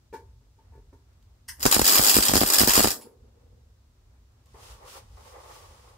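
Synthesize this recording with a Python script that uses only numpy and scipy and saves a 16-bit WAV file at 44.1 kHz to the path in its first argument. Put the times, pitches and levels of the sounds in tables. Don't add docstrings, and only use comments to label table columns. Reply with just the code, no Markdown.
import sys
import numpy as np
from scipy import signal
from scipy.fft import rfft, irfft
from scipy.io import wavfile

SR = 44100
rng = np.random.default_rng(int(sys.argv[2]) if len(sys.argv) > 2 else 0)


def magnitude_from_level(level_db):
    exponent = np.asarray(level_db, float) / 20
    return 10 ** exponent


def generate_wav(signal):
    frames = np.transpose(np.atleast_2d(signal))
    scaled = np.clip(frames, -1, 1) * 32767
    pcm = np.round(scaled).astype(np.int16)
    wavfile.write(sys.argv[1], SR, pcm)


N = 263277
HZ = np.maximum(np.arange(N // 2 + 1) * SR / N, 1)

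# [t/s, peak level/dB]
FIRST_SPARKS = [
    (1.596, -49),
    (1.604, -41.5),
    (1.608, -40.5),
    (1.617, -39),
    (1.622, -35.5),
    (1.629, -22),
    (1.636, -27),
]
# [t/s,
# level/dB]
FLARES = [(1.6539, -17), (1.6629, -15), (1.7126, -17), (1.7251, -12), (1.7435, -14.5), (1.7611, -22),
          (1.7814, -25.5), (1.7935, -17.4), (1.815, -20), (1.8387, -27), (1.8434, -20.1),
          (1.8532, -17), (1.8644, -15), (1.8775, -13), (1.8949, -16), (1.911, -19), (1.9225, -16),
          (1.9332, -19), (1.9444, -13.5), (1.9543, -13), (1.9642, -15), (1.9757, -14), (1.9835, -15),
          (1.9944, -20.5), (2.014, -21), (2.0258, -18), (2.0363, -15.5), (2.0452, -14.5),
          (2.0653, -14), (2.0731, -16.5), (2.0839, -13.5), (2.0955, -11.5), (2.1127, -15.5),
          (2.1427, -14), (2.1538, -13.5), (2.1654, -16), (2.1759, -19), (2.1857, -21.5),
          (2.2051, -20.5), (2.2251, -15), (2.2341, -20), (2.2522, -18.5), (2.2622, -21.5),
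          (2.2722, -23.5), (2.2836, -17), (2.2934, -23), (2.3064, -26.5), (2.3144, -24), (2.3358, -20),
               (2.345, -19.5), (2.3549, -17.5), (2.3659, -17), (2.3763, -15.5), (2.4066, -18),
               (2.4228, -23.5), (2.4339, -22), (2.462, -21), (2.4739, -21.5), (2.4869, -20.5), (2.501, -17),
               (2.5232, -19), (2.5353, -12.5), (2.5444, -15.5), (2.5557, -16.5), (2.5844, -13),
               (2.5958, -14), (2.605, -15.5), (2.6138, -17.5), (2.6341, -24.5), (2.6443, -22),
               (2.6742, -15), (2.6837, -16), (2.6936, -15.5), (2.706, -14.5), (2.7352, -15.5),
               (2.744, -19.5), (2.7537, -14), (2.7654, -16.1), (2.7759, -16.5), (2.7861, -17.5),
               (2.7939, -17), (2.8038, -19.5), (2.8263, -20.5), (2.8353, -17.5), (2.8443, -18.5),
               (2.8547, -22.5), (2.8727, -21.5), (2.8837, -24.5), (2.9046, -22.5),
          (1.674, -25.5), (1.714, -17), (1.685, -29), (1.734, -20), (1.754, -23), (1.885, -19.5),
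                (1.904, -18.5), (2.004, -26), (2.055, -17), (2.104, -18), (2.124, -24.5), (2.134, -24.5),
                (2.272, -25.5), (2.415, -22), (2.565, -20.5), (2.624, -23), (2.716, -20.5), (2.815, -22.5),
                (2.915, -26)]
FLARE_DECAY_S = 0.0034
SNAP_DB, SNAP_DECAY_S = 14, 0.00025
# [t/s, level/dB]
HEAT = [
    (1.58, -62),
    (1.726, -30),
    (1.806, -39),
    (1.882, -16),
    (2.026, -29),
    (2.704, -28),
    (2.764, -15),
    (2.806, -29.5),
    (2.94, -73),
]
# [f/Hz, level/dB per Hz]
ARC_SPECTRUM = [(90, -52.5), (150, -28.5), (280, -11.5), (650, -9), (1300, -3.5), (1900, -8.5),
                (2600, -7.5), (4300, -4), (6800, -7), (8800, -4.5), (10400, -6), (12500, -5.5),
                (14300, -4.5), (15700, -4.5)]
# [f/Hz, width/Hz, level/dB]
NOTCHES = [(2200, 200, -10), (3000, 120, -5), (3620, 200, -6), (5950, 200, -10), (4050, 150, -5),
           (9380, 350, -15), (13800, 900, -24), (15080, 150, -6)]
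# [f/Hz, width/Hz, level/dB]
SHEET_LEFT = [(5090, 120, 8.5), (5333, 60, 5.5), (6860, 90, 11), (7260, 60, 4.5), (7680, 210, 8),
              (8150, 200, 7), (8450, 54, 4.5), (10500, 120, 4), (11300, 90, 8), (12350, 150, 4),
              (15200, 400, 2.5)]
SHEET_RIGHT = [(4790, 180, 8.5), (5260, 150, 2.8), (5390, 60, 7), (6470, 260, 3), (7070, 70, 5),
               (8478, 80, 5), (12000, 120, 13), (12390, 80, 7.8), (15300, 200, 4)]
ROAR_DB, ROAR_FOLLOWS_HEAT, ROAR_SAG_DB_PER_S, ROAR_LINGER_S = -20.5, 0.55, 7, 0.03
WELD_START_S, WELD_END_S = 1.66, 3.12

# [t/s, right jump level/dB, early inverted left jump level/dB, left lead/ms,
# left jump level/dB]
SHORTS = [(1.6552, -0.5, -10.5, -2.5, -10), (1.6632, 0, -29.5, 0.98, 1.5), (1.7663, -1.5, -5.5, 2.3, -7),
          (1.7955, -3.5, -11, 0.4, -4), (1.8184, -4, -5.5, 2.13, -2), (1.9964, -1, -5, 1.94, -8.5),
          (2.168, -0.5, -25, 0.65, -4), (2.1872, -1.5, -24, 0.85, -5), (2.2958, -5, -45, 1.3, -11),
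          (2.317, -9.5, -23, -1.3, -15), (2.338, 0, -5.5, -0.35, -7), (2.357, -2.5, -17, 0.25, -7.5),
          (2.3681, -3.5, -32, -0.2, -7.5), (2.3788, -6.5, -34, 0.9, -10.5), (2.4154, -0.9, -5.5, -.1, -6.5),
          (2.425, -9.5, -22.5, -0.2, -11), (2.436, -3.5, -2, 3.1, -7), (2.6074, -6, -26, -0.3, -9.5),
          (2.6157, -2, -24.5, -0.5, -6), (2.635, -2.5, -18.5, 0.8, -9.5), (2.6769, -5, -17.5, 0.45, -10),
          (2.6853, -11.5, -19.5, 0.6, -15.5), (2.7785, -0.7, -21, 0.5, -5.5),
          (2.7888, -8.5, -14.5, 1.2, -12), (2.7959, -3, -12, -0.15, -6.5), (2.806, -2.5, -5.5, 1.9, -10),
          (2.8465, -0.1, -14.5, 2.55, -0.6), (2.8567, -6, -10, 0.1, -12.5), (2.8742, -6.5, -13, -1.86, -13)]
# [f/Hz, width/Hz, level/dB]
BENCH = [(168, 58, -13), (221, 54, 4), (94, 62, -1.5)]
SHARED_BASS_HZ = 260

# [t/s, peak level/dB, rise/s, decay/s]
TRIGGER_PULL = [
    (1.478, -51.5, 0.004, 0.0026),
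    (1.481, -37, .004, .003),
    (1.485, -27.5, 0.006, 0.0012),
    (1.49, -33.5, 0.004, 0.0022),
    (1.496, -37.5, .002, 0.0023),
    (1.567, -59, .002, .004),
]
# [t/s, peak level/dB, rise/s, decay/s]
RELAY_DROP = [
    (3.008, -46.5, 0.0059, 0.013),
]
# [t/s, peak level/dB, rise/s, decay/s]
TICKS = [
    (1.13, -72, .001, 0.0033),
    (1.226, -57.5, .0005, 0.00093),
    (4.32, -71, .001, 0.0016),
    (4.457, -60.5, 0.0015, 0.0028),
    (4.469, -65, .001, .002),
    (5.165, -62, 0.00089, 0.0035),
]
# [f/Hz, level/dB per Hz]
TRIGGER_SPECTRUM = [(410, -62.5), (700, -34), (969, -11.5), (1310, -18.5), (1720, -2), (2030, -6.5),
                    (2470, -26.5), (2780, -4), (3660, -23.5), (5400, -3.5), (7480, -16.5), (8740, -7),
                    (11000, -12.5), (12400, -11.5), (15700, -20.5)]
RELAY_SPECTRUM = [(530, -34), (900, 2), (967, -0.5), (1380, -27), (2370, -13), (3480, -17), (5040, -7.5),
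                  (6180, -22), (7040, -8.5), (9060, -21), (10600, -2), (11500, -15.5), (15700, -27.5)]

# [t/s, peak level/dB, brightness/dB per octave, contact time/s,
# share of ring left by the hand/1]
KNOCKS = [(.127, -44, 1, 0.0022, .97), (.134, -40.5, 0.8, .006, 0.91), (.142, -42.5, 4, 0.0065, 0.97),
          (.153, -47.5, 3.5, 0.0034, 0.99), (.408, -64, -13, .006, .75), (.466, -65, -7, 0.0045, 0.66),
          (.578, -63, -6, 0.0035, 0.61), (.587, -65, 11, .005, 0.47), (.598, -66.5, 11.5, 0.0044, 0.45),
          (.722, -55, -7, 0.0036, 0.56), (.733, -61.5, 3.5, .004, 0.85), (.75, -55.5, -2, .004, 0.8),
          (.775, -56.5, -17, 0.0046, 0.81), (.927, -49, -9, 0.0035, .7), (.939, -57, 0, .004, 0.42),
          (3.069, -46.5, -19, 0.0025, .4), (4.543, -50, -1.5, .002, 0.35)]
# [f/Hz, level/dB, t60/s]
FRAME_MODES = [(462, 3, .11), (506, -4, .09), (700, -15, .07), (899, -3, .26), (953, -8, .15),
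               (1100, -19, .05), (1443, -12, .12), (1529, -17, .12), (1715, -18, .18), (1950, -20, .1),
               (2290, -20, .12), (2360, -19, .14)]
BENCH_MODES = [(275, -11, .1), (403, -1, .13), (620, -16, .05), (1160, -22, .05)]
# [f/Hz, level/dB per Hz]
SLAP_SPECTRUM = [(120, -44), (200, -47), (467, -7.5), (789, -19), (912, 6), (1330, -29), (1490, -10),
                 (2550, -26), (4980, -22.5), (15000, -31.5)]
FRAME_PAN_DB, ROUGH_CONTACT, HIGH_MODE_LOSS_DB = 0.7, 0.5, 16

# [start t/s, end t/s, level/dB, rise/dB per s, fall/dB per s]
RUBS = [
    (4.462, 4.53, -73, 900, 300),
    (4.546, 4.68, -54, 1200, 60),
    (4.842, 4.86, -51, 220, 98),
    (4.955, 4.98, -48.5, 900, 327),
    (5.18, 5.3, -57, 500, 50),
    (5.356, 5.554, -51.5, 77.5, 59),
    (5.65, 5.97, -59, 100, 100),
    (5.0, 5.16, -71, 100, 100),
]
# [start t/s, end t/s, level/dB, rise/dB per s, fall/dB per s]
SWISHES = [
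    (4.462, 4.47, -85, 1103, 60),
    (4.63, 4.72, -53.5, 132, 135),
    (4.886, 4.94, -50.5, 244, 200),
    (4.965, 4.98, -49.5, 200, 397),
    (5.27, 5.33, -57.5, 65, 300),
    (5.54, 5.56, -53, 48.5, 79),
    (5.65, 5.9, -62, 101, 72),
    (5.0, 5.16, -75, 103, 99.5),
]
# [f/Hz, level/dB per Hz]
LEATHER_SPECTRUM = [(160, -47), (280, -36.5), (302, -12.5), (506, 2), (681, -6.5), (886, 1.5), (978, -5.5),
                    (1120, 1), (1450, -15.5), (2000, -13), (2600, -24), (4400, -120)]
CLOTH_SPECTRUM = [(820, -12.5), (1400, -0.5), (1620, -8.5), (2680, -4.5), (2990, -4), (4400, -5.5),
                  (4940, -3.5), (8000, -8.5), (10400, -12.5), (17600, -120)]
SHEEN_DB, SHEEN_FOLLOWS_CLOTH = 6, 1.19

# [start t/s, end t/s, level/dB, rise/dB per s, fall/dB per s]
RUNDOWN = [
    (2.96, 3.075, -54, 196, 76),
    (3.3, 3.55, -68.5, 38, 67),
]
# [f/Hz, level/dB per Hz]
RUNDOWN_SPECTRUM = [(88, -57.5), (150, -26), (177, -17.5), (225, 2), (303, -11.5), (490, 1.5), (609, -15.5),
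                    (1170, -19), (2200, -36.5), (9000, -58)]
# [t/s, rumble peak level/dB]
SHIFTS = [(.27, -54.5), (.73, -52.5), (.93, -57), (1.18, -57.5), (1.579, -52.5), (3.19, -56.5),
          (3.54, -53.5), (4.1, -60), (4.55, -56), (4.75, -50.5), (5.14, -49.5), (5.67, -52.5),
          (5.97, -61.5)]
SHIFT_DB_PER_S, RUMBLE_DB, SINK_DB, RETURN_S = 61, -58, 11, 0.049
SHAKE_DB, SHAKE_RISE_DB_PER_S, SHAKE_FALL_DB_PER_S = -33, 500, 451.5
# [f/Hz, level/dB per Hz]
RUMBLE_SPECTRUM = [(8.8, -68.5), (15, -41.5), (42, -1.5), (59, 2), (125, -8), (151, -22), (205, -21.5),
                   (228, -23), (250, -24), (320, -53.5), (550, -120)]
AIR_SPECTRUM = [(100, -41), (170, -19.5), (235, -3), (259, -7.5), (362, -6), (466, -9.5), (1030, -12),
                (3000, -23.5), (3900, -51.5), (6600, -120)]
HISS_SPECTRUM = [(880, -32), (1500, -12.5), (2220, -8.5), (2420, -6.5), (3590, -0.5), (5410, -1),
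                 (7930, -4), (8840, -8.5), (15600, -10.5)]
AIR_DB, HISS_DB = -72, -74.5
# [f/Hz, correlation/1]
LIKENESS = [(60, 0.99), (180, 0.99), (550, 0.27), (1650, -0.01), (4970, -0.14), (15000, 0.072)]
# [f/Hz, t60/s]
SHED_T60 = [(100, 0.57), (500, 0.41), (2000, 0.18), (8000, 0.18), (16000, 0.25)]


def arc():
    s, db = flares()
    throb_db = 3 * np.cos(2 * np.pi * 100 * (np.arange(N) / SR - 0.006))
    sizzle = magnitude_from_level(in_time(HEAT)[0] - 9.0 + throb_db + 0.6 * drift(22))
    both = 0
    for spot, (lag, shift) in enumerate([(16, 1), (14, 0.99), (18, 1.008), (13, 0.997)]):
        spot_s, spot_db = s[spot::4], db[spot::4]
        flare = swell(spot_s, spot_db + 7.0, rise_s=0.0005, tau_s=FLARE_DECAY_S)
        snap = fade(marks(spot_s, magnitude_from_level(spot_db + SNAP_DB)), SNAP_DECAY_S)
        spits = flare * crackle(spread_db=4.0) + snap * np.sign(crackle(spread_db=0))
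        raw = colour(spits + sizzle * crackle(spread_db=1.5), ARC_SPECTRUM)[0]
        sparks = peaks(raw, NOTCHES, shift)
        both = both + np.array([sparks, np.roll(sparks, lag)]) + magnitude_from_level(-2.5) * shed(sparks)
    rung = np.array([peaks(both[0], SHEET_LEFT), peaks(both[1], SHEET_RIGHT)])
    return magnitude_from_level(-2.5) * rung + roar()


def flares():
    return np.transpose(sorted(map(tuple, FIRST_SPARKS + FLARES)))


def roar():
    heat_db, = in_time(HEAT)
    since_start = np.arange(N) / SR - WELD_START_S
    level_db = ROAR_DB + ROAR_FOLLOWS_HEAT * heat_db - ROAR_SAG_DB_PER_S * since_start
    level = fade(magnitude_from_level(level_db) * (heat_db > -100), ROAR_LINGER_S) / (ROAR_LINGER_S * SR)
    return level * magnitude_from_level(3.6 * drift(18)) * diffuse(AIR_SPECTRUM)


def thumps():
    t = np.arange(-300, 600) / SR
    sag = -0.4 * np.exp(np.minimum(t, 0) / 0.0008) * (t < 0)
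    rise = 1 - np.exp(-np.maximum(t, 0) / 0.0001)
    fall = (1.26 * np.exp(-t / 0.00059) - 0.12 * np.exp(-t / 0.0085)) * (t >= 0)
    shape = sag + rise * fall

    def jumps(seconds, db):
        return np.convolve(marks(seconds, magnitude_from_level(db)), shape)[300:300 + N]

    s, right_db, early_db, lead_ms, far_db = np.transpose(SHORTS)
    right = jumps(s - 0.0001, right_db)
    early = jumps(s - 0.0021, early_db)
    far = jumps(s - lead_ms / 1000, far_db + 1.5)
    dull = signal.lfilter(*signal.butter(1, 1500, fs=SR), far)
    inverted = magnitude_from_level(-1.0) * early + magnitude_from_level(-8.0) * np.roll(far, 85)
    left = dull - signal.lfilter(*signal.butter(1, 250, "high", fs=SR), inverted)
    left = left + 0.72 * signal.filtfilt(*signal.butter(2, SHARED_BASS_HZ, fs=SR), right - left)
    return peaks(np.array([left, right]) + magnitude_from_level(-18.5) * shed(right), BENCH)


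def clicks(table, spectrum):
    rattle = sum(swell([s], db + 3.0, rise_s, tau_s) for s, db, rise_s, tau_s in table)
    out = colour(rattle * crackle(spread_db=4.5), spectrum)[0]
    return out + magnitude_from_level(0.5) * shed(out)


def knocks():
    out, t = np.zeros((2, N)), np.arange(SR // 3) / SR
    hz, level_db, t60 = np.transpose(FRAME_MODES + BENCH_MODES)[:, :, None]
    pan_db = FRAME_PAN_DB * np.array([[0.5], [-0.5]])
    for s, db, tilt_db, contact_s, ring in KNOCKS:
        push = rng.standard_normal(len(t)) * np.exp(-t / contact_s) * np.clip(t / 0.0016, 0, 1)
        own_db = rng.normal(0, 1.2, (2, len(hz), 1))
        bright_db = tilt_db * np.log2(np.minimum(hz, 1000) / 500)
        damped_db = HIGH_MODE_LOSS_DB * (1 - ring) * (hz > 1000)
        gain = magnitude_from_level(level_db + bright_db - damped_db + own_db)
        rings = np.sum(gain * magnitude_from_level(-60 * t / (t60 * ring)) * np.sin(2 * np.pi * hz * t), axis=1)
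        rough = signal.oaconvolve(rings, [push / np.linalg.norm(push)], axes=1)[:, :len(t)]
        hit = rings * (1 - np.exp(-t / contact_s)) + ROUGH_CONTACT * rough
        scrape = rng.standard_normal((2, len(t))) * np.exp(-t / 0.029) * np.clip(t / 0.0047, 0, 1)
        slap = magnitude_from_level(-20.5 + 16.2 * ring + 0.21 * tilt_db) * colour(scrape, SLAP_SPECTRUM)[:, :len(t)]
        start = int(s * SR)
        out[:, start:start + len(t)] += (hit + slap) * magnitude_from_level(db + pan_db)
    return out + magnitude_from_level(-6.0) * shed(out.mean(axis=0))


def rustle():
    leather_db, cloth_db = strokes(RUBS), strokes(SWISHES)
    leather = magnitude_from_level(leather_db + 1.9 * drift(29) + 0.69 * drift(8.9)) * diffuse(LEATHER_SPECTRUM)
    cloth = magnitude_from_level(cloth_db + 0.85 * drift(30)) * diffuse(CLOTH_SPECTRUM)
    treble = signal.butter(2, 7000, "high", fs=SR, output="sos")
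    sheen = signal.sosfilt(treble, diffuse([(7000, -5.0), (10000, -1.0), (16000, -6.5)]))
    return leather + cloth + magnitude_from_level(SHEEN_DB + SHEEN_FOLLOWS_CLOTH * cloth_db) * sheen


def background():
    rundown = magnitude_from_level(strokes(RUNDOWN) + 2.7 * drift(33)) * diffuse(RUNDOWN_SPECTRUM)
    air = magnitude_from_level(AIR_DB + 1.7 * drift(3.4)) * diffuse(AIR_SPECTRUM)
    return rumble() + rundown + air + magnitude_from_level(HISS_DB) * diffuse(HISS_SPECTRUM)


def rumble():
    t = np.arange(N) / SR
    shifts = [(s, s, db, SHIFT_DB_PER_S, SHIFT_DB_PER_S) for s, db in SHIFTS]
    steady_db = strokes(shifts + [(0, 9, RUMBLE_DB, 0, 0)])
    turns = [WELD_START_S - 0.03, WELD_START_S, WELD_END_S, WELD_END_S + RETURN_S]
    sink_db = SINK_DB * np.interp(t, turns, [0, 1, 1, 0])
    shakes_db = strokes([(s, s, db + SHAKE_DB, SHAKE_RISE_DB_PER_S, SHAKE_FALL_DB_PER_S)
                         for s, db, *_ in SHORTS])
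    level = np.hypot(magnitude_from_level(steady_db - sink_db), magnitude_from_level(shakes_db))
    return level * magnitude_from_level(0.5 * drift(5.7)) * diffuse(RUMBLE_SPECTRUM)


def shed(x):
    t = np.arange(SR // 2) / SR
    response = 0
    for low in 40 * 2. ** np.arange(9):
        band = signal.butter(2, [low, min(2 * low, 20000)], "band", fs=SR, output="sos")
        t60 = at_hz(SHED_T60, 1.9 * low)
        alike = at_hz(LIKENESS, 0.41 * low)
        noise = signal.sosfilt(band, rng.standard_normal((2, len(t))))
        response = response + stereo(noise * magnitude_from_level(-60 * t / t60) / np.sqrt(t60), alike)
    response = response * np.clip(t / 0.0017, 0, 1)
    response = response / np.linalg.norm(response, axis=1, keepdims=True)
    return signal.oaconvolve([x], response, axes=1)[:, :N]


def diffuse(spectrum):
    both = stereo(rfft(rng.standard_normal((2, N))), at_hz(LIKENESS, HZ))
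    return rms_one(irfft(both * magnitude_from_level(at_hz(spectrum, HZ)), N))


def stereo(pair, alike):
    mid, side = pair
    alike = np.clip(alike, -1, 1)
    return np.sqrt(1 + alike) * mid + np.sqrt(1 - alike) * side * [[1], [-1]]


def peaks(x, table, shift=1):
    for hz, width, db in table:
        r, w = np.exp(-np.pi * width / SR), 2 * np.pi * hz * shift / SR
        band = signal.lfilter([(1 - r * r) / 2, 0, (r * r - 1) / 2], [1, -2 * r * np.cos(w), r * r], x)
        x = x + (magnitude_from_level(db) - 1) * band
    return x


def colour(x, spectrum):
    cepstrum = irfft(at_hz(spectrum, np.linspace(1, SR / 2, 2049)) * np.log(10) / 20)
    cepstrum[1:2048] *= 2
    cepstrum[2049:] = 0
    taps = irfft(np.exp(rfft(cepstrum)))
    return signal.oaconvolve(np.atleast_2d(x), [taps / np.linalg.norm(taps)], axes=1)[:, :N]


def crackle(spread_db):
    return rms_one(rng.standard_normal(N) * magnitude_from_level(spread_db * np.minimum(rng.exponential(1, N), 5)))


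def drift(rate):
    points = rng.standard_normal(int(N / SR * 100) + 100)
    r = np.exp(-2 * np.pi * rate / 100)
    slow = signal.lfilter([1], [1, -2 * r, r * r], points)[98:]
    return np.interp(np.arange(N) / SR * 100, np.arange(len(slow)), rms_one(slow))


def swell(s, db, rise_s, tau_s):
    return fade(fade(marks(s, magnitude_from_level(db)), tau_s), rise_s) / max(rise_s * SR, 4.4)


def fade(x, tau_s):
    return signal.lfilter([1], [1, -np.exp(-1 / (max(tau_s, 1e-4) * SR))], x + 1e-18)


def marks(seconds, heights):
    out = np.zeros(N)
    np.add.at(out, (np.asarray(seconds) * SR).astype(int), heights)
    return out


def strokes(rows):
    t = np.arange(0, N + 64, 64) / SR
    start, end, db, rise, fall = np.transpose(rows)[:, :, None]
    level_db = db - rise * np.maximum(start - t, 0) - fall * np.maximum(t - end, 0)
    power = magnitude_from_level(2 * np.maximum(level_db, -150))
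    return np.interp(np.arange(N) / SR, t, 10 * np.log10(power.sum(axis=0)))


def in_time(rows):
    s, *columns = np.transpose(rows)
    t = np.arange(N) / SR
    return [np.interp(t, s, c, left=-150, right=c[-1] if s[-1] > 5 else -150) for c in columns]


def at_hz(points, hz):
    points = np.array(points)
    return np.interp(np.log(hz), np.log(points[:, 0]), points[:, 1])


def rms_one(x):
    return x / np.sqrt(np.mean(x ** 2) + 1e-20)


def scene():
    switches = (clicks(TRIGGER_PULL, TRIGGER_SPECTRUM) + clicks(RELAY_DROP, RELAY_SPECTRUM)
                + clicks(TICKS, HISS_SPECTRUM))
    return arc() + thumps() + switches + knocks() + rustle() + background()


def roll_off(x):
    return signal.sosfilt(signal.butter(12, 16970, fs=SR, output="sos"), x)


def record(dry):
    thin = signal.lfilter(*signal.butter(2, 32, "high", fs=SR), dry)
    rounded = 1.1 * np.tanh(thin / 1.1)
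    top_loss_db = np.clip((HZ - 15690) / 7, 0, 60)
    finished = irfft(rfft(rounded) * magnitude_from_level(-top_loss_db), N)
    return roll_off(finished)


dry = scene()
out = record(dry)
generate_wav(out)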